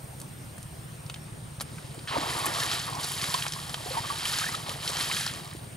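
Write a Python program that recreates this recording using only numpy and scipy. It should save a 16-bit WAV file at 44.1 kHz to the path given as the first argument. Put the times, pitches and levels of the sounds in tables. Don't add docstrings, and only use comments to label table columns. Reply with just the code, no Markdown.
import sys
import numpy as np
from scipy import signal
from scipy.fft import rfft, irfft
from scipy.io import wavfile
from scipy.ndimage import uniform_filter1d

SR = 44100
rng = np.random.default_rng(int(sys.argv[2]) if len(sys.argv) > 2 else 0)


def dump_mix(stems):
    frames = np.atleast_2d(stems).T
    limited = np.clip(frames, -1, 1)
    pcm = np.round(limited * 32767).astype(np.int16)
    wavfile.write(sys.argv[1], SR, pcm)


N = 254182


def amp(db):
    return 10 ** (np.asarray(db) / 20)


def evened(x):
    return x / np.sqrt(np.mean(x ** 2) + 1e-20)


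def value_at(points, hz):
    pitches, values = np.transpose(points)
    return np.interp(np.log(hz + 1), np.log(pitches + 1), values)


def curves(rows):
    times, *columns = np.transpose(rows)
    return [np.interp(np.arange(N) / SR, times, column) for column in columns]


def add(mix, start_s, sound):
    part = mix[round(start_s * SR):][:len(sound)]
    part += sound[:len(part)]


def coloured(x, points):
    return irfft(rfft(x) * amp(value_at(points, np.fft.rfftfreq(N, 1 / SR))), N)


def resonate(x, hz, width_hz):
    decay = np.exp(-np.pi * width_hz / SR)
    return 2 * signal.lfilter([1 - decay], [1, -decay * np.exp(2j * np.pi * hz / SR)], x).real


def air():
    # pitch_hz, gain_db
    tone = [(20, -36), (35, -61), (60, -18), (130, -7), (210, -14), (400, -18.5), (800, -21), (1500, -25.5),
            (3000, -29.5), (6500, -35.5), (10000, -33.5), (13000, -30), (16000, -31)]
    # pitch_hz, likeness (1 = the same)
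    likeness = [(20, 1), (130, .96), (290, .45), (640, .08), (1410, -.15), (3100, .33), (6820, .75),
                (15000, 1)]
    # time_s, gain_db
    treble = [(0, -6), (1, -7), (1.3, -10), (5.76, -8)]
    frames, hz = N // 256 + 5, np.fft.rfftfreq(1024, 1 / SR)
    a, b, c, d, patches = rng.standard_normal((frames, 513, 5)).T
    left, unrelated = a + 1j * b, c + 1j * d
    same = value_at(likeness, hz)[:, None]
    right = same * left + np.sqrt(1 - same ** 2) * unrelated
    flicker_db = 1.65 * evened(uniform_filter1d(uniform_filter1d(patches, 10, 0), 10, 1))
    treble_db = np.interp(np.arange(frames) * 256 / SR, *np.transpose(treble))
    treble_share = np.clip((hz[:, None] - 9500) / 2500, 0, 1)
    gain = amp(value_at(tone, hz)[:, None] + flicker_db + treble_db * treble_share)
    wash = signal.istft(np.array([left, right]) * gain, nperseg=1024, noverlap=768)[1]
    return amp(-45.5) * evened(wash[:, :N])


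def engine(firing_hz, level_db, pipe, start_cycle):
    cycles = start_cycle + np.cumsum(firing_hz) / SR
    out = np.zeros(N)
    for harmonic in range(2, 15):
        waver = evened(uniform_filter1d(rng.standard_normal(N), 9000, mode="wrap"))
        strength = amp(value_at(pipe, harmonic * firing_hz) + 1.5 * waver)
        out -= strength * np.cos(2 * np.pi * harmonic * cycles + .2 * waver)
    return np.sqrt(2) * amp(level_db) * out


def far_engines():
    # time_s, steady_hz, rising_hz
    speeds = [(0, 18.6, 14.5), (.4, 18.65, 14.67), (.9, 18.73, 14.93), (1.4, 19.03, 15.22),
              (1.9, 19.3, 15.38), (2.4, 19.4, 15.88), (2.9, 19.44, 16.2), (3.4, 19.57, 16.5),
              (3.9, 19.53, 17.03), (4.4, 19.15, 17.52), (4.9, 19.05, 17.78), (5.76, 19.2, 18.35)]
    # time_s, steady_db, rising_db
    loudness = [(0, -50.5, -53.5), (2, -52.5, -51.5), (3, -51.5, -50.5), (4, -51.5, -52),
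                (4.6, -57.5, -50.5), (5.2, -61, -50.5), (5.76, -49, -53.5)]
    # pitch_hz, gain_db
    steady_pipe = [(36, -24), (58, -16), (76, -10), (96, -6), (115, 0), (135, -4), (155, -12), (180, -19),
                   (260, -26)]
    rising_pipe = [(30, -26), (46, -12), (75, -12), (90, -11), (105, -7), (125, -3), (150, 1), (165, -5),
                   (185, -15), (260, -24)]
    steady_hz, rising_hz = curves(speeds)
    steady_db, rising_db = curves(loudness)
    steady = engine(steady_hz, steady_db, steady_pipe, start_cycle=.18)
    return steady + engine(rising_hz, rising_db, rising_pipe, start_cycle=.35)


def insects():
    # pitch_hz, width_hz, relative_db
    bands = [(8660, 130, 11.5), (9020, 20, 1), (8900, 32, 11), (9650, 890, 4)]
    # time_s, level_db
    chorus = [(0, -54.5), (.9, -56), (1.5, -55.5), (1.75, -55), (3.7, -54.5), (5.4, -55), (5.76, -54)]
    flutter_db = 1.5 * evened(resonate(rng.standard_normal(N), 180, 200))
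    hiss = sum(amp(db) * evened(resonate(rng.standard_normal(N), hz, width)) for hz, width, db in bands)
    return amp(curves(chorus)[0]) * evened(hiss * amp(flutter_db))


def drop_slaps():
    # start_s, level_db (before distance), pitch_hz, thud_relative_db
    drops = [(0.2003, -20.5, 9300, -23), (0.215, -19, 9500, -25), (0.581, -24.5, 8820, -2.5),
             (0.6285, -21, 8790, -18), (1.063, -28, 4500, -27), (1.0982, -14, 2850, -7),
             (1.1417, -18, 3320, -20), (1.16, -27, 2060, -11), (1.241, -35, 10800, -30),
             (1.6, -19.5, 3930, -2), (1.6082, -13, 3880, 0.5), (1.6136, -11, 10100, -20),
             (1.621, -16, 9600, -26), (1.7822, -26, 1500, -10), (1.945, -24, 8900, -5),
             (1.9913, -24.5, 3670, -22), (2.074, -18, 2210, -18), (2.212, -20, 4100, -23),
             (2.389, -15.5, 11000, -25), (2.4575, -5.5, 11400, -15), (2.4642, -2.5, 10700, -6.5),
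             (2.4686, -13, 3160, -10), (2.714, -8.5, 4050, -7), (2.793, -15, 4470, -27),
             (2.901, -19, 11000, -30), (2.952, -17, 5700, -19), (3.032, -13, 4240, -14),
             (3.043, -11, 4300, -16), (3.215, -9.5, 3320, -21), (3.2414, -8, 3660, -2),
             (3.3419, -3.5, 3420, -14), (3.423, -8, 3140, -30), (3.465, -14.5, 1860, 1.5),
             (3.481, -13, 5500, -20), (3.5218, -12.5, 4740, -15), (3.535, -14.5, 4600, -20),
             (3.6943, -14.5, 4200, -5.5), (3.7426, -10, 3030, -3), (4.254, -8, 2880, -23),
             (4.3871, -5.5, 5500, -7), (4.5503, -10, 3150, -31), (4.6936, -10.5, 3500, -30),
             (4.8764, -7, 3870, -29), (4.89, -11, 4700, -20), (4.9002, -11, 4080, -7),
             (4.969, -8.5, 4030, -7), (5.0088, -8, 3700, -31), (5.114, -11, 2200, -5),
             (5.147, -11, 4500, -24), (5.168, -6.5, 3520, -21), (5.2644, -10, 4300, -4),
             (5.277, -9.5, 3100, -37)]
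    # pitch_hz, gain_db
    distance = [(11500, -9.0), (13500, -18), (16000, -22)]
    t = np.arange(1500) / SR
    tick, tail = amp(9.5 - 60 * t / 0.0033), amp(-60 * t / 0.034)
    shape = (tick + tail) * (1 - np.exp(-t / 0.00042))
    wide_band = signal.butter(2, [1500, 11000], "band", fs=SR, output="sos")
    out = np.zeros(N)
    for start_s, level_db, hz, thud_db in drops:
        noise = rng.standard_normal(len(t))
        pitched = evened(resonate(resonate(noise, hz, .5 * hz), hz, hz))
        crack = shape * (pitched + 0.35 * signal.sosfilt(wide_band, noise))
        thud = shape * evened(resonate(resonate(noise, 1120, 1100), 1500, 1900))
        slap = crack / abs(crack).max() + amp(thud_db) * thud / abs(thud).max()
        add(out, start_s, amp(level_db) * slap)
    return coloured(out, distance)


def surge(start_s, rise_s, hold_s, fall_db_per_s):
    age = np.arange(0, N + 32, 32) / SR - start_s
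    fall_db = fall_db_per_s * np.maximum(age - rise_s - hold_s, 0)
    return np.clip(age / rise_s, 0, 1) ** 2.08 * amp(-fall_db) ** 2


def bubble(hz, ring_s, glide, rise_s):
    t = np.arange(int(ring_s * SR) + 8) / SR
    tone = np.sin(2 * np.pi * hz * t * (1 + glide * t / ring_s))
    fade = amp(-60 * (t / ring_s) ** 1.18)
    return tone * (1 - np.exp(-t / rise_s)) * fade


def swarm(low_hz, high_hz, cycles, per_s, spread_db, clump_db, sizes):
    out = np.zeros(N)
    for hz in np.geomspace(low_hz, high_hz, sizes):
        chance = rng.random(N) * SR * sizes / per_s
        strength = np.maximum(chance, 1e-9) ** (-spread_db * np.log(10) / 20)
        starts = np.minimum(strength, amp(4 * spread_db)) * (chance < 1)
        ring = bubble(hz, cycles / hz, glide=0.23, rise_s=1 / hz)
        out += signal.oaconvolve(starts, ring / np.linalg.norm(ring) * np.sqrt(hz))[:N]
    clumps = evened(uniform_filter1d(uniform_filter1d(rng.standard_normal(N), 500), 300))
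    return evened(out * amp(clump_db * clumps))


def wading():
    # start_s, rise_s, hold_s, spray_db, slosh_db, mist_relative_db
    strokes = [(1.627, 0.046, 0.58, -55, -58, 1.5), (2.067, 0.021, 0.0082, -32.5, -45, -30),
               (2.069, 0.036, 0.14, -35.5, -34, -6), (2.202, .1, 0.19, -34.5, -34, -0.5),
               (2.461, 0.12, 0.09, -32, -35.5, -0.5), (2.651, 0.058, 0.028, -30, -42, -3),
               (2.844, 0.048, 0.046, -44.5, -36.5, 2), (2.965, 0.028, 0.15, -38, -43, 5.5),
               (3.148, 0.043, 0.2, -34, -41, 1), (3.47, 0.076, 0.28, -43.5, -47.5, 1.3),
               (3.774, 0.14, 0.071, -37.5, -40, -0.8), (4.004, 0.058, 0.13, -36.5, -45.5, -1),
               (4.186, .07, 0.18, -32, -42, 0.5), (4.445, .04, 0.043, -42, -42.5, -.6),
               (4.622, 0.052, 0.016, -39, -37.5, 0.8), (4.755, 0.1, 0.12, -36.5, -43, 0.5),
               (4.93, 0.042, 0.086, -32, -39.5, -1.2), (5.064, 0.066, 0.08, -31.5, -44, -1),
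               (5.293, 0.046, .1, -55, -48, -12)]
    # pitch_hz, gain_db
    spray_tone = [(760, -15), (1300, 6.5), (1490, 5.5), (1670, 5), (2420, 1.5), (3240, 6), (3880, 6.5),
                  (4930, 3.5), (6020, -2), (7050, 0), (8700, -3), (10800, 0.5), (13700, -15.5),
                  (16000, -23)]
    slosh_tone = [(120, -58), (220, -13), (330, -11), (500, -10.5), (700, -5), (950, -3), (1200, -1.5),
                  (1500, -24.5), (2000, -12.5), (2800, -24)]
    power = 0
    for start, rise, hold, spray_db, slosh_db, mist_db in strokes:
        spray = surge(start, rise, hold, fall_db_per_s=69.5)
        mist = spray * surge(start, 0.087, N / SR, fall_db_per_s=0)
        drips = surge(start, rise, hold, fall_db_per_s=25)
        slosh = surge(start + 0.0079, rise, hold, fall_db_per_s=71)
        levels = amp([spray_db, spray_db + mist_db, spray_db - 15, slosh_db])
        power = power + levels[:, None] ** 2 * [spray, mist, drips, slosh]
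    spray, mist, drips, slosh = (np.interp(np.arange(N) / 32, np.arange(len(p)), p ** .5) for p in power)
    fizz = swarm(1300, 15500, cycles=8, per_s=7000, spread_db=3.6, clump_db=1.4, sizes=36)
    fizz = evened(coloured(fizz + .8 * rng.standard_normal(N), spray_tone))
    fine_fizz = signal.sosfiltfilt(signal.butter(2, 4800, "high", fs=SR, output="sos"), fizz)
    patter = swarm(1500, 12000, cycles=6, per_s=350, spread_db=3.6, clump_db=2.1, sizes=14)
    patter = evened(coloured(patter, spray_tone))
    gurgle = swarm(200, 2400, cycles=13, per_s=2200, spread_db=3.3, clump_db=1.8, sizes=32)
    gurgle += .25 * coloured(rng.standard_normal(N), [(2200, 10), (3200, -40)])
    gurgle = evened(coloured(gurgle, slosh_tone))
    return spray * (fizz - fine_fizz) + mist * fine_fizz + drips * patter + slosh * gurgle


def big_bubbles():
    # start_s, level_db (before the wobble), pitch_hz, ring_s
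    pockets = [(1.977, -28, 316, 0.027), (2.111, -22, 1027, 0.043), (2.134, -28, 608, 0.065),
               (2.152, -18.5, 883, 0.051), (2.164, -21, 347, 0.029), (2.179, -18, 292, 0.035),
               (2.209, -37, 268, 0.073), (2.441, -21, 1050, 0.04), (2.165, -23, 554, 0.04),
               (2.474, -31, 313, 0.082), (2.619, -24, 1710, 0.032), (2.946, -25, 975, 0.058),
               (2.964, -28, 826, 0.045), (3.345, -17, 1005, 0.025), (3.561, -25.5, 1034, 0.033),
               (3.8, -35, 590, 0.047), (3.858, -30.5, 714, 0.11), (3.858, -21.5, 390, 0.026),
               (3.907, -27, 510, 0.078), (3.951, -25.5, 1012, 0.044), (3.968, -17, 886, 0.064),
               (4.1, -26, 1103, 0.074), (4.119, -31.5, 883, 0.15), (4.258, -27, 1740, 0.035),
               (4.325, -24, 1140, 0.028), (4.413, -20, 1230, 0.036), (4.436, -22, 1550, 0.035),
               (4.461, -23.5, 1720, 0.04), (4.485, -24, 1910, .04), (4.542, -16.5, 1216, 0.023),
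               (4.896, -24, 541, 0.028), (4.898, -35, 380, 0.026), (4.685, -25.5, 555, 0.028),
               (5.26, -30, 1660, 0.031), (5.548, -28, 318, 0.033)]
    wobbles_db = 4.4 * evened(uniform_filter1d(rng.standard_normal((len(pockets), 8000)), 120, axis=1))
    out = np.zeros(N)
    for (start_s, level_db, hz, ring_s), wobble_db in zip(pockets, wobbles_db):
        ring = bubble(hz, ring_s, glide=.1, rise_s=.004)
        add(out, start_s, amp(level_db + wobble_db[:len(ring)]) * ring)
    return out


def from_the_left(x, left_db):
    # pitch_hz, lead_radians
    lead = [(170, .4), (340, .7), (600, 1.25), (1200, 1.38), (2300, .95), (4500, .72), (8600, .32),
            (11000, .14), (13000, 0)]
    half_lead = .5 * value_at(lead, np.fft.rfftfreq(N, 1 / SR))
    left = amp(left_db) * np.exp(1j * half_lead)
    return irfft(rfft(x) * np.array([left, 1 / left]), N)


def pond_echoes(x):
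    t = np.arange(4000) / SR
    band = signal.butter(1, [900, 8000], "band", fs=SR)
    tail = signal.lfilter(*band, rng.standard_normal((2, len(t)))) * amp(-60 * t / .08)
    return amp(-15) * signal.fftconvolve(x[None], tail / np.linalg.norm(tail[0]), axes=1)[:, :N]


def scene():
    water = wading() + drop_slaps() + big_bubbles()
    engines = from_the_left(far_engines(), left_db=.01)
    return from_the_left(water + insects(), left_db=-.3) + pond_echoes(water) + engines + air()


def record(dry):
    cutoff_hz = 15760
    low_pass = signal.firwin(511, cutoff_hz, window=("kaiser", 9), fs=SR)
    return signal.oaconvolve(dry, low_pass[None], "same")


dry = scene()
out = record(dry)
dump_mix(out)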